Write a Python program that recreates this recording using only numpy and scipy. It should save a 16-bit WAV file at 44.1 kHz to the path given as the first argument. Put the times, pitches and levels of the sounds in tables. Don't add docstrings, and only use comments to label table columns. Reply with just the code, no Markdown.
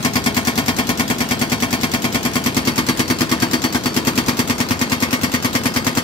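import sys
import numpy as np
from scipy import signal
from scipy.fft import rfft, irfft, next_fast_len
from scipy.io import wavfile
from scipy.ndimage import uniform_filter1d

SR = 44100
rng = np.random.default_rng(int(sys.argv[2]) if len(sys.argv) > 2 else 0)


def unload_wav(signal):
    wavfile.write(
        sys.argv[1],
        SR,
        np.round(np.clip(np.atleast_2d(signal).T, -1, 1) * 32767).astype(np.int16),
    )


N = 265923
TIME = np.arange(N) / SR
CYCLE = (np.arange(12288) - 1764) / SR

# t/s, rate/(blows per s)
PISTON_PACE = [(0, 9.481), (1.0, 9.561), (2.25, 9.563), (2.8, 9.339), (3.5, 9.349), (5.2, 9.541),
               (6.0, 9.479)]
FIRST_BLOW_S = 0.0492
# t/s, delay/s
CHISEL_SINKS = [(0.1, 0.0026), (3.48, 0.0042), (3.8, 0.0048), (4.34, 0.0025), (5.39, 0.0026)]
# t/s, force of the blows/dB
BLOW_FORCE = [(0, -0.5), (.55, -0.9), (1.25, -1.9), (2.25, -2.54), (2.7, 1), (3.05, 1), (3.85, -2.5),
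              (4.07, 0.7), (4.75, -1.1), (5.65, 0.4), (6, -.2)]
FORCE_SCATTER_DB = 0.21
THUMP_DB, THUMP_FOLLOWS = 2, 0.45
# t/s, broken share/0-1
SLAB_BROKEN = [(0, 0.07), (2.35, 0), (2.7, 0.89), (3.8, 0.32), (5, 1), (6, 0.68)]
# t/s, skid/0-1
CHISEL_SKID = [(0, 0.09), (2.2, 0.04), (2.6, 0.76), (3.45, 0.95), (4.3, 0.72), (4.7, 0.14), (6, 0.16)]
SEAT_SHIFT = 0.39

# t after strike/s, relative peak/dB, 60 dB rise/s, 60 dB fall/s
STRIKE_SURGES = [(0, 2, 0.0092, 0.041), (0.0101, -1.8, 0.06, 0.098)]
# f/Hz, relative level per Hz/dB
CRACK_COLOUR = [(60, -39), (160, 1), (330, -2.5), (500, -1.5), (750, -2), (1050, 3), (1450, -6), (2100, 2),
                (3000, -6), (4000, -7), (5200, -4), (7900, -10.5), (8600, -12.5), (10200, -15.5),
                (11000, -11.5), (15500, -16)]
THICKET_TOP_DB = 11.5
# t after strike/s, signed relative push
HOUSING_PUSHES = [(-.00315, -.9), (-.00057, -1.08), (.00228, 1), (.00832, -1.23), (.0204, -.84),
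                  (.047, .28), (.0607, .27)]
# f/Hz, relative level/dB, 60 dB fall/s, polarity/+1 or -1
HOUSING_MODES = [(246.2, -13.5, 0.038, -1), (105.3, -27, 0.059, 1)]
# f/Hz, level on whole slab/dB, level on broken slab/dB, 60 dB fall/s
STEEL_MODES = [(356, -52, -50, 0.082), (407.3, -36.5, -49, 0.9), (450, -30, -46, 0.37),
               (505.6, -34.5, -31, 0.38), (672.4, -23.5, -43.5, 0.35), (756, -29.5, -61, 0.26),
               (898, -24.5, -28, 0.13), (975, -34, -26.5, 0.056), (1078, -21.5, -55, 0.16),
               (1134, -41, -24, 0.13), (1225, -31.5, -26, 0.17), (1446, -22.5, -39, 0.11),
               (1440, -55.5, -56, 0.14), (1854, -27.5, -48, 0.17), (1820, -21.5, -25, 0.11),
               (2030, -45, -32, .11), (2380, -22.5, -55, 0.14), (2180, -38, -18, 0.19),
               (2273, -26.5, -58, 0.29), (2186, -20, -39, 0.15), (2692, -30, -30, 0.14),
               (3203, -26.5, -34, 0.21), (3263, -23.5, -28.5, 0.074)]
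CHISEL_HZ, CHISEL_T60_S = 4530, 0.28
CHISEL_SEATED_DB, CHISEL_SKIDDING_DB, CHISEL_SCATTER_DB = -32, -26.5, 2.5
# f/Hz, relative level/dB, 60 dB fall/s
BOOM_MODES = [(320, -4, 0.2), (358.5, -13, 0.43)]
BOOM_SEATED_DB, BOOM_SKIDDING_DB = -46, -12.5
# t/s, f/Hz, level/dB
LOOSE_CLANKS = [(3.324, 1122, -17), (3.426, 1607, -14.5), (3.427, 726, -19), (3.539, 1850, -18.5),
                (3.540, 1660, -23), (3.752, 1550, -15.5), (3.753, 708, -20), (3.755, 1590, -19),
                (4.288, 1710, -29), (5.345, 1924, -15)]
CLANK_T60_S = 0.094
# t after strike/s, relative peak/dB, 60 dB rise/s, 60 dB fall/s
HISS_SURGES = [(-.0215, 2.5, 0.0074, 0.043), (-.012, -2, 0.028, 0.045)]
# f/Hz, relative level per Hz/dB
HISS_COLOUR = [(150, -13), (500, -2), (1400, 3.5), (2500, 2.5), (5200, 5.5), (7500, 5), (9500, -8.5),
               (12000, -1), (15500, -2)]
# t after strike/s, relative peak/dB, 60 dB rise/s, 60 dB fall/s
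ECHO_SURGES = [(.018, 2, .009, 0.3), (.0635, -0.5, 0.017, 0.019), (.1, -2.5, 0.18, .083)]
# f/Hz, relative level per Hz/dB
ECHO_COLOUR = [(30, -38), (60, -11), (100, -2), (160, -1.5), (240, 3), (330, -2.5), (500, -11),
               (1000, -7.5), (2200, -13.5), (5000, -17.5), (8000, -24.5), (15000, -31.5)]
# f/Hz, relative level per Hz/dB
RUMBLE_COLOUR = [(20, -26), (35, -33), (60, -13.5), (110, -6), (170, -8.5), (260, -5.5), (500, -15),
                 (1500, -24), (5000, -29.5), (15000, -59)]
# f/Hz, left minus right/dB
MIC_BALANCE = [(60, 6.0), (110, 5.5), (200, 2.0), (380, 0.0), (700, 4.5), (1290, 2.0), (2380, -0.5),
               (4400, 2.0), (8120, 3.0), (15000, 4.5)]
# f/Hz, lead of the left/radians
MIC_LEAD = [(110, 0.51), (250, 0.36), (400, 0.8), (700, 1.45), (1000, 1.26), (1900, 1.95), (2300, 4.56),
            (3000, 4.7), (3600, 6.44), (5000, 6.9), (8000, 0.68), (11000, 11.3)]
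# f/Hz, likeness/0-1
MIC_LIKENESS = [(30, 0.96), (80, 0.83), (250, 0.91), (550, 0.92), (2500, 0.077), (5000, 0.17),
                (14000, 0.17)]


def blow_times():
    cycles = np.cumsum(along(PISTON_PACE, TIME)) / SR
    cycles -= np.interp(FIRST_BLOW_S, TIME, cycles)
    before = FIRST_BLOW_S - 1 / along(PISTON_PACE, 0)
    times = np.r_[before, np.interp(np.arange(int(cycles[-1]) + 1), cycles, TIME)]
    return times + sum(delay * (times > s) for s, delay in CHISEL_SINKS)


def crack(times, force_db):
    return amp(-24.5) * bursts(times, STRIKE_SURGES, CRACK_COLOUR, force_db,
                               fresh_hz=4440, fresh_floor=0.015, modes_db=1.0, patchy_db=2.0)


def hardness(x, corner_hz, whole_db, broken_db):
    low_pass = signal.butter(1, corner_hz, fs=SR, output="sos")
    treble = x - signal.sosfilt(low_pass, x)
    return x + treble * (amp(blend(SLAB_BROKEN, TIME, whole_db, broken_db)) - 1)


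def housing(times, thump_db, radiating_hz):
    drive = sum(clicks(times + delay, push * amp(thump_db)) for delay, push in HOUSING_PUSHES)
    motion = sum(polarity * amp(db) * ring(drive, hz, t60) for hz, db, t60, polarity in HOUSING_MODES)
    return signal.sosfilt(signal.butter(2, radiating_hz, "high", fs=SR, output="sos"), motion)


def steel(times, force_db, scatter_db, travel_s):
    chance = rng.standard_normal((len(STEEL_MODES), len(times)))
    delays = rng.uniform(0, travel_s, len(STEEL_MODES))
    out = np.zeros(N)
    for (hz, whole_db, broken_db, t60), luck, delay in zip(STEEL_MODES, chance, delays):
        db = blend(SLAB_BROKEN, times, whole_db, broken_db) + force_db + scatter_db * luck
        out += ring(clicks(times + delay, amp(db)), hz, t60)
    return out


def chisel(times):
    db = blend(CHISEL_SKID, times, CHISEL_SEATED_DB, CHISEL_SKIDDING_DB)
    db = db + CHISEL_SCATTER_DB * rng.standard_normal(len(times))
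    return ring(clicks(times, amp(db)), CHISEL_HZ, CHISEL_T60_S)


def boom(times, lag_s):
    db = blend(CHISEL_SKID, times, BOOM_SEATED_DB, BOOM_SKIDDING_DB)
    drive = clicks(times + lag_s, amp(db))
    return sum(amp(db) * ring(drive, hz, t60) for hz, db, t60 in BOOM_MODES)


def loose_pieces():
    return sum(ring(clicks(np.array([s]), amp([db])), hz, CLANK_T60_S) for s, hz, db in LOOSE_CLANKS)


def chips(times, level_db, size_db, flight_s, cycles):
    out = np.zeros((2, N))
    for hz in np.geomspace(1300, 11000, num=14):
        lands = times + 0.0088 + rng.exponential(flight_s, len(times))
        sizes = amp(size_db * np.clip(rng.standard_normal(len(times)), -2, 1.5))
        ticks = ring(clicks(lands, sizes), hz, cycles / hz)
        out += ticks * rng.uniform(-1.4, 1, (2, 1))
    return amp(level_db) * rms_one(out)


def valve(times):
    return amp(-33.5) * bursts(times, HISS_SURGES, HISS_COLOUR, np.zeros(len(times)),
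                               fresh_hz=8050, fresh_floor=0.21, modes_db=4.0, patchy_db=3.5)


def street(times, thump_db):
    return amp(-28.0) * bursts(times, ECHO_SURGES, ECHO_COLOUR, thump_db,
                               fresh_hz=4000, fresh_floor=0.028, modes_db=0.0, patchy_db=3.0)


def diesel(level_db):
    hz = np.fft.rfftfreq(2 * next_fast_len(N // 2 + 1), 1 / SR)
    noise = irfft(noise_pair(hz, count=1)[0] * amp(at_hz(RUMBLE_COLOUR, hz)))
    return amp(level_db) * rms_one(noise[:, :N])


def microphones(x):
    size = 2 * next_fast_len(N // 2 + len(CYCLE))
    hz = np.fft.rfftfreq(size, 1 / SR)
    left = amp(at_hz(MIC_BALANCE, hz) / 2) * np.exp(1j * at_hz(MIC_LEAD, hz) / 2)
    return irfft(rfft(x, size) * np.array([left, 1 / left]))[:, :N]


def bursts(times, surges, colour, blow_db, fresh_hz, fresh_floor, modes_db, patchy_db):
    hz = np.fft.rfftfreq(len(CYCLE), 1 / SR)
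    pattern = noise_pair(hz, count=len(times))
    for k, shift in enumerate(blend(CHISEL_SKID, times[1:], 0, SEAT_SHIFT), 1):
        kept = np.exp(-shift * np.minimum(hz / 1300, 2))
        pattern[k] = kept * pattern[k - 1] + np.sqrt(1 - kept ** 2) * pattern[k]
    fresh = np.clip(fresh_floor + hz ** 2 / (hz ** 2 + fresh_hz ** 2), 0, 0.8)
    grain = np.sqrt(1 - fresh) * pattern + np.sqrt(fresh) * noise_pair(hz, count=len(times))

    thicket_db = modes_db * ripple(hz, width_hz=70, count=1)
    thicket_db = thicket_db + patchy_db * ripple(hz, width_hz=160, count=len(times))
    thicket_db = np.minimum(thicket_db, THICKET_TOP_DB) * np.minimum(hz / 3000, 1)
    grain = irfft(grain * amp(thicket_db))

    spectra = rfft(grain * envelope(surges))
    power = np.mean(abs(spectra) ** 2, axis=0)
    power = np.where(hz < 1500, uniform_filter1d(power, size=40), uniform_filter1d(power, size=240))
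    waves = irfft(spectra / np.sqrt(power) * amp(at_hz(colour, hz)))

    margin = len(CYCLE)
    out = np.zeros((2, N + 3 * margin))
    for s, db, wave in zip(times, blow_db, waves):
        start = margin + round((s + CYCLE[0]) * SR)
        out[:, start:start + len(CYCLE)] += amp(db) * wave
    return rms_one(out[:, margin:margin + N])


def envelope(surges):
    power = 0
    for s, db, attack, t60 in surges:
        fade = np.maximum((s - CYCLE) / attack, (CYCLE - s) / t60)
        power = power + (amp(db) * np.exp(-np.log(1000) * fade)) ** 2
    return np.sqrt(power)


def noise_pair(hz, count):
    draws = rng.standard_normal((2, count, 1, 2 * len(hz)), dtype=np.float32)
    mid, side = draws.view(np.complex64)
    alike = np.clip(at_hz(MIC_LIKENESS, hz), 0, 1)
    return np.sqrt(1 + alike) * mid + np.sqrt(1 - alike) * side * np.array([[1], [-1]])


def ripple(hz, width_hz, count):
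    noise = rng.standard_normal((count, 1, len(hz)))
    return rms_one(uniform_filter1d(noise, max(int(width_hz / hz[1]), 1)))


def clicks(s, sizes):
    places = np.clip(np.round(s * SR).astype(int), 0, N)
    return np.bincount(places, sizes * (s >= 0), N + 1)[:N]


def ring(drive, hz, t60):
    r, w = np.exp(-np.log(1000) / (t60 * SR)), 2 * np.pi * hz / SR
    return signal.lfilter([0, np.sin(w)], [1, -2 * r * np.cos(w), r * r], drive + 1e-18)


def along(curve, s):
    return np.interp(s, *np.transpose(curve))


def blend(curve, s, low, high):
    return low + (high - low) * np.clip(along(curve, s), 0, 1)


def at_hz(points, hz):
    f, value = np.transpose(points)
    return np.interp(np.log(hz + 1), np.log(f), value)


def amp(db):
    return 10 ** (np.asarray(db) / 20)


def rms_one(x):
    return x / np.sqrt(np.mean(x ** 2) + 1e-20)


def scene():
    times = blow_times()
    force_db = along(BLOW_FORCE, times) + FORCE_SCATTER_DB * rng.standard_normal(len(times))
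    thump_db = THUMP_DB + THUMP_FOLLOWS * force_db
    blows = crack(times, force_db) + street(times, thump_db)
    concrete = hardness(blows, corner_hz=5000, whole_db=2.7, broken_db=0.5)
    body = housing(times, thump_db, radiating_hz=66) + boom(times, lag_s=0.00842)
    metal = steel(times, force_db, scatter_db=1.0, travel_s=0.01) + chisel(times)
    debris = loose_pieces() + chips(times, level_db=-40.5, size_db=2.5, flight_s=0.034, cycles=20.0)
    return microphones(concrete + body + metal + debris + valve(times) + diesel(level_db=-29.5))


def record(dry):
    thin = signal.sosfilt(signal.butter(2, 38, "high", fs=SR, output="sos"), dry)
    steep = signal.ellip(12, 0.1, 90, 15600, fs=SR, output="sos")
    return signal.sosfilt(steep, np.clip(thin, -1, 1))


dry = scene()
out = record(dry)
unload_wav(out)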